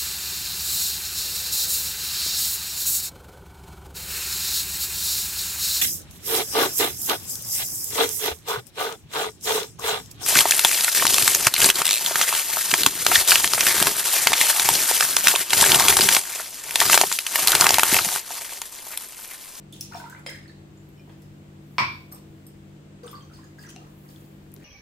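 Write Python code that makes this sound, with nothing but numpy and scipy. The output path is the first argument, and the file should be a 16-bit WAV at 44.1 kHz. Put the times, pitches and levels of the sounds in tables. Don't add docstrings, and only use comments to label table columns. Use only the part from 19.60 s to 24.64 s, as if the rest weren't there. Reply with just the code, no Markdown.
import sys
import numpy as np
from scipy import signal
from scipy.fft import rfft, irfft, next_fast_len
from scipy.io import wavfile

SR = 44100
rng = np.random.default_rng(int(sys.argv[2]) if len(sys.argv) > 2 else 0)


def log_audio(samples):
    frames = np.atleast_2d(samples).T
    limited = np.clip(frames, -1, 1)
    pcm = np.round(limited * 32767).astype(np.int16)
    wavfile.write(sys.argv[1], SR, pcm)


def gain_from_db(level_db):
    decades = np.asarray(level_db, float) / 20
    return 10 ** decades


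N = 222374


def rms_one(x):
    return x / np.sqrt(np.mean(x ** 2) + 1e-20)


def at_hz(points, hz):
    table = np.array(points)
    return np.interp(np.log(np.maximum(hz, 1)), np.log(table[:, 0]), table[:, 1])


def drift(rate):
    r = np.exp(-80 * np.pi * rate / SR)
    white = rng.standard_normal(N // 40 + 2002)
    slow = signal.lfilter([1], [1, -2 * r, r * r], white)[2000:]
    return np.interp(np.arange(N) / 40, np.arange(len(slow)), rms_one(slow))


def coloured(white, spectrum):
    size = next_fast_len(N)
    gain = gain_from_db(at_hz(spectrum, np.fft.rfftfreq(size, 1 / SR)))
    return rms_one(irfft(rfft(white, size) * gain, size)[..., :N])


def diffuse(length):
    # (frequency [Hz], correlation [-1..1])
    likeness = [(60, 0.95), (130, 0.92), (290, 0.89), (640, 0.15), (1410, -0.23), (3100, 0.01),
                (6820, -0.09), (15000, -0.18)]
    alike = np.clip(at_hz(likeness, np.fft.rfftfreq(length, 1 / SR)), -1, 1)
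    mid, side = rfft(rng.standard_normal((2, length)))
    return (np.sqrt(1 + alike) * mid + np.sqrt(1 - alike) * side * [[1], [-1]]) / np.sqrt(2)


def room_noise():
    # (frequency [Hz], level [dB per Hz])
    noise_colour = [(25, -20), (50, -5), (72, -9.5), (95, 0.5), (135, -11), (245, -9),
                    (332, -6.5), (381, -12.5), (700, -20.5), (1060, -25), (2880, -29.5), (5760, -37.5),
             (8000, -35), (10300, -49)]
    # (frequency [Hz], left over right [dB])
    left_more = [(60, 2), (180, 4.5), (550, 2.5), (1650, 3), (4970, 1.5), (15000, -12.5)]
    size = next_fast_len(N)
    hz = np.fft.rfftfreq(size, 1 / SR)
    sides = gain_from_db(at_hz(left_more, hz) * np.array([[.5], [-.5]]))
    spectra = diffuse(size) * sides * gain_from_db(at_hz(noise_colour, hz))
    return gain_from_db(-49.5) * rms_one(irfft(spectra, size)[:, :N])


def fridge_hum():
    # (frequency [Hz], level [dB rms])
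    lines = [(147.3, -50.5), (196.6, -55), (324.5, -58)]
    t, hum = np.arange(N) / SR, np.zeros(N)
    for hz, db in lines:
        level = gain_from_db(db + 1.03 * drift(3)) * np.sqrt(2)
        hum += level * np.sin(2 * np.pi * (hz * t + 0.022 * drift(1.5) + rng.random()))
    return hum


def rustle():
    # (time [s], peak [dB], half-width at 10 dB down [s])
    moves = [(.35, -55, 0.23), (1.5, -61.5, 0.6), (2.27, -53, -0.25), (2.75, -61.5, .5), (3.65, -62, .25),
             (4.05, -63, 0.6), (4.53, -51.5, 0.28), (4.95, -61, 0.7)]
    t = np.arange(N) / SR
    moves_db = np.max([db - 10 * ((t - s) / width) ** 2 for s, db, width in moves], axis=0)
    cloth = coloured(rng.standard_normal((2, N)), [(3000, -39), (8000, -11), (12000, 0.0), (15500, 1.2)])
    return gain_from_db(moves_db - 6.5) * cloth


def room_tail():
    # (frequency [Hz], t60 [s])
    kitchen_t60 = [(100, 1), (500, 0.33), (2000, 0.37), (5000, 0.5), (9000, 0.24), (16000, 0.13)]
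    length = 2 ** 15
    age, hz = np.arange(length) / SR, np.fft.rfftfreq(length, 1 / SR)
    noise, tail = diffuse(length), 0
    for centre in 62.5 * 2 ** np.arange(9):
        share = np.clip(1 - np.abs(np.log2(np.maximum(hz, 62.5) / centre)), 0, 1)
        band = irfft(noise * share, length)
        tail = tail + band * gain_from_db(-60 * age / at_hz(kitchen_t60, centre))
    tail *= np.clip((age - .002) / 0.00089, 0, 1)
    return tail / np.sqrt(np.sum(tail ** 2) / 2)


def late_right(x, count):
    return np.stack([x[0], np.roll(x[1], count)])


def ring(clicks, hz, t60):
    r, w = gain_from_db(-60 / (t60 * SR)), 2 * np.pi * hz / SR
    return signal.lfilter([0, np.sin(w)], [1, -2 * r * np.cos(w), r * r], clicks + 1e-18)


def struck(blows, modes):
    out, at = np.zeros(N), [round(s * SR) for s, db in blows]
    later = np.arange(len(at)) > 0
    for k, (hz, level_db, t60) in enumerate(modes):
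        clicks = np.zeros(N)
        uneven_db = 3 * rng.standard_normal(len(at)) * later
        clicks[at] = gain_from_db(np.array(blows)[:, 1] + level_db + uneven_db)
        out += ring(clicks, hz, t60) * (-1) ** k
    return np.tile(out, (2, 1))


def counter_thud():
    # (frequency [Hz], level [dB], t60 [s])
    blow = [(2.205, -26)]
    slab = [(102, -18, 0.2), (124, -7, 0.4049), (218, -7, 0.14), (382, -12, 0.084)]
    return struck(blow, slab)


def full_glass_nudge():
    # (frequency [Hz], level [dB], t60 [s])
    touches = [
        (1.376, -60.5),
        (1.395, -53.5),
    ]
    full_glass = [(2420, -6, .12), (3020, -3, 0.4), (5370, -3.5, 0.073)]
    return struck(touches, full_glass)


def bangles():
    # (frequency [Hz], level [dB], t60 [s])
    knocks = [
        (2.515, -57),
        (2.5235, -43),
        (2.546, -48),
        (2.866, -49),
    ]
    metal = [(5000, -5.5, 0.014), (5580, -6, 0.016), (7650, -2, 0.025), (8350, 2, 0.043),
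             (9080, -1.5, 0.045), (11100, -8, 0.013), (12070, 3, 0.05), (13080, 2, 0.066),
             (15100, -5.5, .03)]
    return struck(knocks, metal)


def rim_tick():
    # (frequency [Hz], level [dB], t60 [s])
    tick = [(.2098, -31.5)]
    rim_modes = [(3370, -14, 0.0464), (4450, -16, 0.036), (5280, 5.5, 0.025), (5875, 6, 0.017),
                 (7750, -8, .03), (9930, -8, 0.095), (10600, -6, .03), (13140, -10, 0.029),
                 (15100, 1.5, 0.024)]
    return struck(tick, rim_modes)


def glass_knocks():
    # (time [s], peak [dB])
    bounces = [
        (2.1823, -13.5),
        (2.2005, -24.5),
        (2.215, -29),
        (2.236, -36),
    ]
    tap = [(.664, -31)]
    # (frequency [Hz], level [dB], t60 [s])
    tumbler = [(575, -29, 0.017), (1006, 2, 0.03), (1120, 3.5, 0.012), (1450, 0, 0.007972),
               (1650, -6.5, 0.015), (1980, -5, 0.011), (2213, -1, .04), (2290, 0.5, 0.022),
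               (2350, -13.5, 0.22), (2490, -5, 0.013), (3499, -3, 0.0047), (4550, -3, 0.0049),
               (5510, -5, 0.0062), (8000, -11.5, 0.0011)]
    filling_glass = [(522, -4, 0.023), (2137, -2, 0.068), (3213, -7, 0.036), (5000, -4, 0.047),
                     (5400, -5, 0.0217), (4200, -21, 0.016), (7400, -9, 0.025), (9140, -11.5, 0.047),
                     (12800, -26, .04)]
    return struck(bounces, tumbler) + struck(tap, filling_glass)


def add(out, s, piece, pan_db, echo_db):
    at, pan_db = round(s * SR), np.clip(pan_db, -8, 8)
    gains = gain_from_db(np.array([[pan_db / 2], [-pan_db / 2], [echo_db]]))
    out[:, at:at + len(piece)] += piece[:N - at] * gains


def ticks(rows, pan_db, echo_db):
    out, age = np.zeros((3, N)), np.arange(400) / SR
    for (s, peak_db, hz, octaves), white in zip(rows, rng.standard_normal((len(rows), 400))):
        edges = np.clip(hz * 2 ** (np.array([-.5, .5]) * max(octaves, .3)), 100, .45 * SR)
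        band = signal.butter(2, edges, "band", fs=SR, output="sos")
        piece = signal.sosfilt(band, white * np.exp(-age / 0.0014))
        add(out, s, gain_from_db(peak_db + 2.5) * piece / np.abs(piece).max(), pan_db, echo_db)
    return out


def drops_and_fingers():
    # (time [s], peak [dB], centre [Hz], width [octaves])
    tick_rows = [(.1252, -38, 7000, 2.3), (.2086, -28.5, 7000, 2.5), (.4985, -36, 9000, 2.5),
                 (.5935, -47, 8900, 0.99), (.6628, -34, 2510, 2.1), (.7044, -40, 9000, 2),
                 (.758, -44, 9000, 1.5), (.8777, -53, 8000, 1.6), (1.4752, -48, 686.4, 1),
                 (1.4953, -46.5, 800, 5), (1.5209, -55, 5000, 1.2), (1.6203, -49, 6950, 2.234),
                 (2.867, -48, 11100, 1.17), (3.4323, -51, 5000, 4.195)]
    close_rows = [(.35, -35, 895, 1.5), (.441, -38.5, 1180, 1.4), (.548, -45.5, 1500, 1.1),
                  (.663, -32.5, 780, 2.1), (4.036, -46, 1870, 1.3), (3.478, -40, 3370, 0.24),
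                  (4.162, -37, 2180, 3.3), (4.56, -47.5, 3640, 0.27), (4.9177, -46, 11000, 2.137),
                  (4.94, -31, 13300, .71), (4.9638, -42.5, 3440, 2.3)]
    crack = [(2.1823, -40, 11100, 1.4)]
    out = ticks(tick_rows, pan_db=1.5, echo_db=3.5)
    out += ticks(close_rows, pan_db=14, echo_db=-6)
    return out + ticks(crack, pan_db=0, echo_db=15.5)


def with_brood(rows, count=3):
    spread_s, level_db, spread_octaves = .03, -9, 0.157
    brood = []
    for (s, db, hz), kin in zip(rows, rng.random((len(rows), count, 3))):
        for a, b, c in kin:
            if s + spread_s < N / SR:
                pitch = hz * 2 ** (spread_octaves * (2 * c - 1))
                brood.append((s + spread_s * a, db + level_db - 6 * b, pitch))
    return rows + brood


def bubbles(rows, echo_db, rise=0.034):
    out = np.zeros((3, N))
    for (s, peak_db, hz), place in zip(rows, rng.standard_normal(len(rows))):
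        t60 = 0.048 * (hz / 1000) ** -0.46
        age = np.arange(round(t60 * SR)) / SR / t60
        phase = 2 * np.pi * hz * t60 * (age + rise * (2 * age ** 2 - age))
        swell = np.sin(np.pi / 2 * np.minimum(age * t60 * hz / 3.5, 1)) ** 2
        piece = gain_from_db(peak_db - 60 * age) * swell * np.sin(phase)
        add(out, s - 1.5 / hz, piece, 7.5 * place, echo_db)
    return out


def pour_bubbles():
    # (time [s], peak [dB], pitch [Hz])
    glugs = [(.314, -41, 950), (.323, -35.5, 1463), (.344, -33.5, 940), (.35, -30, 698),
             (.361, -44, 770), (.371, -36, 956), (.4, -33.5, 1530), (.416, -33, 947),
             (.441, -34.5, 945), (.448, -54, 900), (.462, -33.5, 1410), (.499, -41, 1515),
             (.526, -35, 1556), (.527, -42.5, 995), (.549, -42, 1450), (.577, -56, 1400),
             (.691, -41, 2100), (.703, -38, 1650), (.726, -38, 2100), (.747, -36.5, 1825),
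             (.767, -52, 1810), (.814, -48, 2220), (.858, -46, 1840), (.896, -45.5, 1805),
             (1.476, -44, 428), (1.495, -50, 472),
             (3.434, -32.5, 480), (3.444, -43, 1160), (3.459, -41, 450), (3.472, -41.5, 1283),
                   (3.531, -32.5, 1180), (3.5557, -39.5, 1186), (3.699, -48, 1470), (3.713, -48, 1390),
                   (3.7888, -48, 1050), (3.833, -48, 1720), (3.9865, -41.5, 1670), (4.0374, -42.5, 1950),
                   (4.047, -42, 1656), (4.061, -46, 1650), (4.0744, -45, 1440), (4.161, -46.5, 400),
                   (4.1615, -41.5, 764), (4.1619, -45, 2810), (4.1633, -54, 4360), (4.962, -43, 402.6),
                   (5.027, -54, 2180),
             (0.3346, -41.5, 2570), (.3544, -42, 2440), (.4044, -45, 2190), (.5482, -42, 2090),
                (.564, -46, 2340), (3.744, -50, 4450), (3.765, -57, 5170), (3.54, -37, 1120),
                (3.6, -61, 1140)]
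    pings = [(.1285, -37, 3570), (.1494, -50, 3770), (0.3462, -36.5, 5520), (.3694, -43, 3610),
             (.8799, -46, 4510), (0.8954, -49.5, 4050), (1.1749, -50.5, 7250), (1.289, -50.5, 13000),
             (3.4444, -49, 6160), (3.4666, -38.5, 8800), (1.6197, -60, 11000), (3.4814, -46, 5171),
             (3.4994, -45, 3490), (3.515, -38, 13400), (4.012, -52, 14500), (3.5531, -42, 4680),
             (3.608, -48.5, 3250), (3.6248, -50.5, 6280), (3.7363, -49.5, 5040), (3.7594, -49, 4780),
             (3.8426, -54, 5100), (3.8427, -49.5, 6840), (3.9929, -44, 5040), (4.0144, -50, 4960),
             (4.0663, -43, 6240), (4.0893, -40.5, 6080), (4.1116, -45, 6800)]
    large = bubbles(with_brood(glugs), echo_db=-1)
    return large + bubbles(with_brood(pings), echo_db=0.5)


def grains(per_s, spread_db):
    sizes = gain_from_db(spread_db * np.minimum(rng.exponential(1, N), 5)) * rng.choice([-1, 1], N)
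    return sizes * (rng.random(N) < per_s * gain_from_db(4 * drift(15)) / SR)


def swarm(born, pitches, cycles, centre_hz, narrow_db):
    dealt, out = rng.integers(0, len(pitches), N), np.zeros(N)
    for k, hz in enumerate(pitches):
        share = gain_from_db(-narrow_db * np.log2(hz / centre_hz) ** 2)
        out += ring(born * (dealt == k) * share, hz, cycles / hz)
    return out


def surge_db(rows, peaks_db, fall_db_per_s):
    start, hold = rows[:, 0, None], rows[:, 1, None]
    age = np.arange(N) / SR - start
    slope = np.minimum(3000 * age, fall_db_per_s * (hold - age))
    return peaks_db[:, None] + np.minimum(0, slope)


def streams():
    # (start [s], hold [s], fizz [dB], gurgle [dB], pitch of the air in the glass [Hz])
    surges = [(0.129, 0.096, -48.5, -78, 1390), (.318, 0.04, -44.5, -47, 1270),
              (0.444, 0.14, -58.5, -55, 1500), (0.663, 0.0056, -45, -39.5, 2080),
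              (.79, 0.1, -65.5, -62, 1800), (2.519, 0.01, -56.5, -53.5, 910),
              (3.434, 0.072, -51.5, -53.5, 1240), (3.535, 0.02458, -67.5, -54, 1414),
              (3.717, 0.13, -64.5, -61.5, 1386), (3.985, 0.096, -56, -55, 1600),
              (4.156, 0.1, -66, -58.5, 1080), (4.433, 0.16, -62, -63, 1370), (5.0, .05, -63, -54.5, 2390)]
    # (frequency [Hz], level [dB per Hz])
    crackle_colour = [(1500, -41), (2500, -9), (3500, -5), (5500, -7.5), (7500, 5), (9000, -1.5),
                      (13000, -6), (15500, -0.5)]
    rows = np.array(surges)
    fizz_db = surge_db(rows, rows[:, 2], 131).max(0)
    gurgles_db = surge_db(rows, rows[:, 3], 203)
    gurgle_db, pitch_hz = gurgles_db.max(0), rows[gurgles_db.argmax(0), 4]
    crackle = coloured(grains(5000, 3.3), crackle_colour)
    tiny = rms_one(swarm(grains(900, 2.6), np.geomspace(2600, 14000, 20), 30, 5500, narrow_db=4))
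    fizz = (crackle + 0.65 * tiny) * gain_from_db(fizz_db - 3.5 + 4.4 * drift(24.56))
    air_hz = np.maximum(pitch_hz, 900)
    gurgle = rms_one(swarm(grains(800, 2.5), np.geomspace(550, 3200, 24), 20, air_hz, narrow_db=12))
    return fizz + gurgle * gain_from_db(gurgle_db - 2.0)


def scene():
    background = room_noise() + fridge_hum() + rustle()
    wrist, rim, glass = bangles(), rim_tick(), glass_knocks()
    small = drops_and_fingers() + pour_bubbles()
    flow = streams()
    solids = gain_from_db(3.5) * glass + gain_from_db(-6) * rim + gain_from_db(-2) * wrist
    sent = small[2] + gain_from_db(-3) * flow + solids[0]
    echo = signal.fftconvolve(sent[None], room_tail(), axes=1)[:, :N]
    direct = small[:2] + glass + rim + counter_thud() + full_glass_nudge()
    return direct + late_right(wrist + flow, count=20) + echo + background


def low_pass(x):
    return signal.sosfilt(signal.butter(12, 16970, fs=SR, output="sos"), x)


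def record(dry):
    cut = signal.sosfilt(signal.butter(2, 45, "high", fs=SR, output="sos"), dry)
    cut = signal.sosfilt(signal.cheby2(14, 50, 16250, fs=SR, output="sos"), cut)
    return low_pass(cut)


dry = scene()
out = record(dry)
log_audio(out)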